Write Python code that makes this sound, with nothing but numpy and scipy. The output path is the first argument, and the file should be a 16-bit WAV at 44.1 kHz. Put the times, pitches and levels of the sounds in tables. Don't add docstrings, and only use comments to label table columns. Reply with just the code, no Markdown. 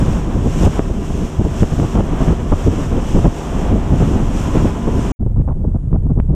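import sys
import numpy as np
from scipy import signal
from scipy.fft import rfft, irfft, next_fast_len
from scipy.io import wavfile
from scipy.ndimage import uniform_filter1d, minimum_filter1d, map_coordinates

SR = 44100
rng = np.random.default_rng(int(sys.argv[2]) if len(sys.argv) > 2 else 0)


def file_out(sig):
    cols = np.atleast_2d(sig).T
    lim = np.clip(cols, -1, 1)
    pcm = np.round(lim * 32767).astype(np.int16)
    wavfile.write(sys.argv[1], SR, pcm)


N = 280028

# t/s, length/s, relative body level/dB, relative tearing level/dB
GUSTS = [(.01, 0.023, -16, -40), (.357, 0.038, -18.5, -45), (.455, .018, -15, -33),
         (.61, 0.044, -14.5, -31), (.664, 0.017, -7.5, -19), (.793, .008, -11, -20), (.9, 0.013, -20, -52),
         (1.102, 0.0084, -18.5, -35), (1.2, 0.051, -20, -48), (1.396, .022, -12.5, -39),
         (1.444, 0.028, -18.5, -32), (1.622, 0.018, -8, -29), (1.72, 0.019, -19, -34),
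         (1.78, 0.071, -17, -30.5), (1.953, 0.056, -14.5, -23), (2.12, 0.019, -18, -48),
         (2.205, .021, -16, -26), (2.28, 0.053, -15, -36), (2.519, .018, -9.5, -21),
         (2.664, 0.027, -10.5, -45), (2.912, .085, -18.5, -40), (3.146, 0.048, -12, -26.5),
         (3.245, 0.036, -10, -23), (3.695, 0.088, -17, -41), (3.915, .03, -13, -35),
         (4.005, 0.029, -12.5, -35), (4.134, 0.033, -19, -31), (4.55, .03, -14.5, -39),
         (4.646, .013, -10.5, -34), (4.872, .02, -14.5, -28), (4.93, 0.068, -19, -40),
         (5.264, 0.012, -22.5, -43), (5.362, 0.021, -18.5, -41.5), (5.396, .022, -18, -44),
         (5.477, 0.0483, -23.5, -32), (5.642, 0.018, -22.5, -49), (5.745, .021, -20.5, -38),
         (5.928, 0.036, -15.5, -34.5), (6.058, .014, -21.5, -42), (6.096, 0.018, -24, -42.5),
         (6.172, 0.028, -19.5, -40), (6.292, 0.025, -20, -52)]


def amp(db):
    return 10 ** (np.asarray(db) / 20)


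def unit(x):
    return x / np.sqrt(np.mean(x ** 2) + 1e-20)


def clock():
    return np.arange(N) / SR


def curve(rows):
    return np.interp(clock(), *np.transpose(rows))


def wobble(rate):
    knots = rng.standard_normal(int(N * rate / SR) + 4)
    return map_coordinates(knots, [np.arange(N) * rate / SR])


def swells(rows, rise_s, fall_s):
    t, power = clock(), np.zeros((2, N))
    for start, length, *levels in rows:
        near = slice(max(int((start - 6 * rise_s) * SR), 0), int((start + length + 6 * fall_s) * SR))
        before, after = np.maximum(start - t[near], 0), np.maximum(t[near] - start - length, 0)
        shape = np.exp(-before / rise_s - after / fall_s)
        power[:, near] += (amp(levels)[:, None] * shape) ** 2
    return np.sqrt(power)


def filtered(x, response):
    size = next_fast_len(N + SR // 4)
    return irfft(rfft(x, size) * response(np.fft.rfftfreq(size, 1 / SR)), size)[:N]


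def dulled(x, corner_hz):
    b, a = signal.butter(N=4, Wn=1, analog=True)
    return filtered(x, lambda hz: b[0] / np.polyval(a, 1j * hz / corner_hz))


def coloured(x, spectrum):
    f, db = np.transpose(spectrum)
    return unit(filtered(x, lambda hz: amp(np.interp(np.log(hz + 1), np.log(f), db))))


def noise(spectrum):
    return coloured(rng.standard_normal(N), spectrum)


def eddies(spectrum, size):
    pressure = noise(spectrum)
    power = uniform_filter1d(uniform_filter1d(pressure ** 2, size), size)
    return unit(pressure / np.sqrt(np.abs(power) + 1e-4))


def lake(level_db):
    # f/Hz, level/dB
    hiss_spectrum = [(200, 7), (900, 10.5), (1600, -1), (2200, -9.5), (3200, -7.5), (4400, -19.5),
                     (5500, -16), (7200, -9), (10200, -12), (12000, -22), (15000, -33)]
    return amp(level_db) * noise(hiss_spectrum)


def outboard(firing_hz, whine_hz, waver, rough_db):
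    # multiple of the firing rate, level/dB
    orders = [(2, -34), (3, -35), (4, -41.5), (5, -39.5), (9, -46)]
    # t/s, level/dB
    whine_levels = [(0, -46.5), (4.2, -54), (4.5, -38), (5.1, -42)]
    phase_per_hz = 2 * np.pi * np.cumsum(1 + waver * wobble(5)) / SR
    exhaust = np.zeros(N)
    for order, db in orders:
        gain = amp(db + rough_db * wobble(12))
        exhaust += gain * np.sin(order * firing_hz * phase_per_hz + rng.uniform(0, 2 * np.pi))
    whine = amp(curve(whine_levels) + 1.7 * wobble(20)) * np.sin(whine_hz * phase_per_hz)
    return np.sqrt(2) * (exhaust + whine)


def hull_water(wash_db, spray_db, drops_db, churn_db):
    # t/s, length/s, relative spray level/dB, relative wash level/dB
    waves = [(0, 0.15, -43.5, -33), (.49, .05, -46.5, -45), (.625, .035, -36.5, -31),
             (.73, 0.031, -44.5, -30), (1.07, 0.19, -46, -41.5), (1.61, .03, -39.5, -34),
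             (1.76, 0.17, -45, -43), (2.22, 0.061, -44.5, -30), (2.59, 0.26, -44.5, -35),
             (3.07, 0.15, -43.5, -37.5), (3.37, .1, -45, -50), (3.59, 0.046, -45.5, -32),
             (4.0, 0.16, -44, -35), (4.38, 0.054, -40, -37), (4.56, 0.12, -42.5, -30),
             (5.0, 0.086, -43, -37)]
    # t/s, relative level/dB
    wash_levels = [(0, -33), (.95, -38), (2.1, -33), (2.5, -35.5), (3.6, -32.5), (5.11, -33.5)]
    # f/Hz, level/dB
    wash_spectrum = [(80, -10.5), (250, 6.5), (500, 2), (700, 0.5), (1100, -3), (1500, -10), (2100, -16.5),
                     (3200, -18.5), (4500, -35.5), (9000, -67)]
    spray_spectrum = [(600, -23), (1500, 3.5), (2200, 0), (2800, 5.5), (3450, 2.5), (3950, -5),
                      (4650, -6.5), (5500, 2.5), (7600, 1), (9500, -9.5), (11200, -15.5), (12200, -12.5),
                      (15000, -22.5)]
    thrown, churned = swells(waves, rise_s=0.11, fall_s=0.092)
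    wash_gain = amp(wash_db) * np.hypot(amp(curve(wash_levels)), churned)
    spray_gain = np.hypot(amp(-48.5), thrown)
    churn = noise(wash_spectrum) * amp(churn_db * wobble(25))
    drops = rng.standard_normal(N) * (rng.random(N) < 2500 / SR)
    sheet = coloured(rng.standard_normal(N) + amp(drops_db) * unit(drops), spray_spectrum)
    return wash_gain * churn + amp(spray_db + .4 * wobble(35)) * spray_gain * sheet


def crackle(wind, per_s, corner_hz):
    ticks = wind * rng.uniform(-0.92, 1, N) * (rng.random(N) < per_s / SR)
    return dulled(ticks, corner_hz)


def pops(gain_db, leak_s, edge_hz, corner_hz):
    # t/s, relative level/dB
    jumps = [(0.7934, -10.5), (1.6315, -9.5), (1.799, -20), (1.954, -25), (2.2835, -17.5), (2.522, -17),
             (3.2441, -20), (5.414, -35.5), (5.4883, -35), (5.5243, -36), (5.93, -33.5), (5.9565, -31),
             (6.2004, -18.5)]
    pressure = np.zeros(N)
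    leak = np.exp(-np.arange(SR // 20) / SR / leak_s)
    for start, db in jumps:
        pressure[round(start * SR):][:len(leak)] -= amp(db + gain_db) * leak
    rounded = filtered(pressure, lambda hz: 1 / (1 + 1j * hz / edge_hz))
    return dulled(dulled(rounded, corner_hz), corner_hz)


def buffeting(wind_levels, spectrum, rumble_db, buffet_db, eddy_db, flutter_db, unrest_db):
    # f/Hz, level/dB
    rumble_spectrum = [(10, -18), (22, -1), (35, -1), (85, -3.5), (120, -9.5), (170, -17), (400, -53),
                       (900, -100)]
    wind_db = curve(wind_levels)
    surge, _ = swells(GUSTS, rise_s=.017, fall_s=.016)
    rumble_gain = np.hypot(amp(wind_db + rumble_db), amp(eddy_db) * surge)
    turbulence = eddies(spectrum, size=900)
    flaps = unit(turbulence * amp(flutter_db * np.tanh(wobble(60)) + unrest_db * wobble(16)))
    return rumble_gain * eddies(rumble_spectrum, size=1800) + amp(wind_db + buffet_db) * flaps


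def gusts(spectrum, body_db, tear_db, rasp_db, grain_db):
    # f/Hz, level/dB
    tear_spectrum = [(200, -22), (550, 10), (850, 5), (1200, -3.5), (1600, -15.5), (2100, -24.5),
                     (3200, -23), (4500, -49), (9000, -65.5)]
    body, tear = swells(GUSTS, rise_s=.001, fall_s=.003)
    pressure = eddies(spectrum, size=300)
    fine_eddies = eddies(tear_spectrum, size=150)
    rasp = unit(fine_eddies * amp(rasp_db * np.tanh(pressure) + grain_db * np.tanh(wobble(160))))
    return amp(body_db) * body * pressure + amp(tear_db) * tear * rasp


def scene():
    # t/s, relative level/dB
    headwind = [(0, -14.5), (.15, -15), (.22, -19.5), (.55, -16.5), (.74, -21.5), (.94, -18), (1.06, -25),
                (1.17, -18.5), (1.3, -31), (1.5, -18), (1.68, -29.5), (2.1, -20), (2.42, -21),
                (2.76, -19.5), (3.1, -19.5), (3.44, -28), (3.55, -17), (3.85, -19), (4.28, -14.5),
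                (4.5, -19), (4.62, -16), (4.76, -22.5), (5.11, -17.5)]
    drift_wind = [(5.2, -16.5), (5.24, -16.5), (5.57, -19), (5.7, -16), (5.82, -22), (5.9, -16.5),
                  (6.34, -16)]
    # f/Hz, level/dB
    buffet_spectrum = [(50, -18), (120, -5.5), (165, 4), (270, -1.5), (390, -9), (470, -14.5), (600, -19),
                       (1000, -41.5), (2000, -68), (4500, -89)]
    gust_spectrum = [(60, -9.5), (160, 8.5), (320, 0), (450, -6), (560, -10.5), (800, -19.5), (1500, -46),
                     (4000, -85.5)]
    breeze_spectrum = [(50, -21.5), (95, -4.5), (140, 2), (200, -5.5), (280, -11.5), (400, -18), (600, -27),
                       (1000, -42), (2000, -64.5), (4500, -94.5)]
    t, stop_s, resume_s = clock(), 5.12, 5.19
    running = np.clip((stop_s - t) / .002, 0, 1)
    adrift = np.clip((t - resume_s) / .02, 0, 1)
    wind_pops = pops(gain_db=15.5, leak_s=0.0013, edge_hz=680, corner_hz=3200)

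    run = buffeting(headwind, buffet_spectrum, rumble_db=0, buffet_db=-4, eddy_db=1.5,
                    flutter_db=5, unrest_db=1.5)
    run += gusts(gust_spectrum, body_db=1.2, tear_db=-0.5, rasp_db=4.5, grain_db=5)
    run += hull_water(wash_db=3.5, spray_db=2.5, drops_db=-5.5, churn_db=1.13)
    run += outboard(firing_hz=76.06, whine_hz=1004, waver=0.00442, rough_db=3)

    breeze = buffeting(drift_wind, breeze_spectrum, rumble_db=0.5, buffet_db=-7, eddy_db=4.5,
                       flutter_db=7.5, unrest_db=3.5)
    breeze += dulled(gusts(breeze_spectrum, body_db=4, tear_db=1, rasp_db=6, grain_db=7), corner_hz=1400)
    drift = breeze + crackle(breeze, per_s=160, corner_hz=1000) + lake(level_db=-55.5)
    return (running * (run + wind_pops) + adrift * (drift + wind_pops))[None]


def limiter(x, ceiling_db, release_db_per_s):
    over_db = np.maximum(20 * np.log10(np.abs(x) + 1e-9) - ceiling_db, 0)
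    release_db = release_db_per_s * clock()
    cut_db = np.maximum.accumulate(over_db + release_db) - release_db
    return x * uniform_filter1d(minimum_filter1d(amp(-cut_db), size=89), size=89)


def record(dry):
    held = limiter(dry[0], ceiling_db=-0.97, release_db_per_s=61)
    return filtered(held, lambda hz: hz < 15450)[None]


dry = scene()
out = record(dry)
file_out(out)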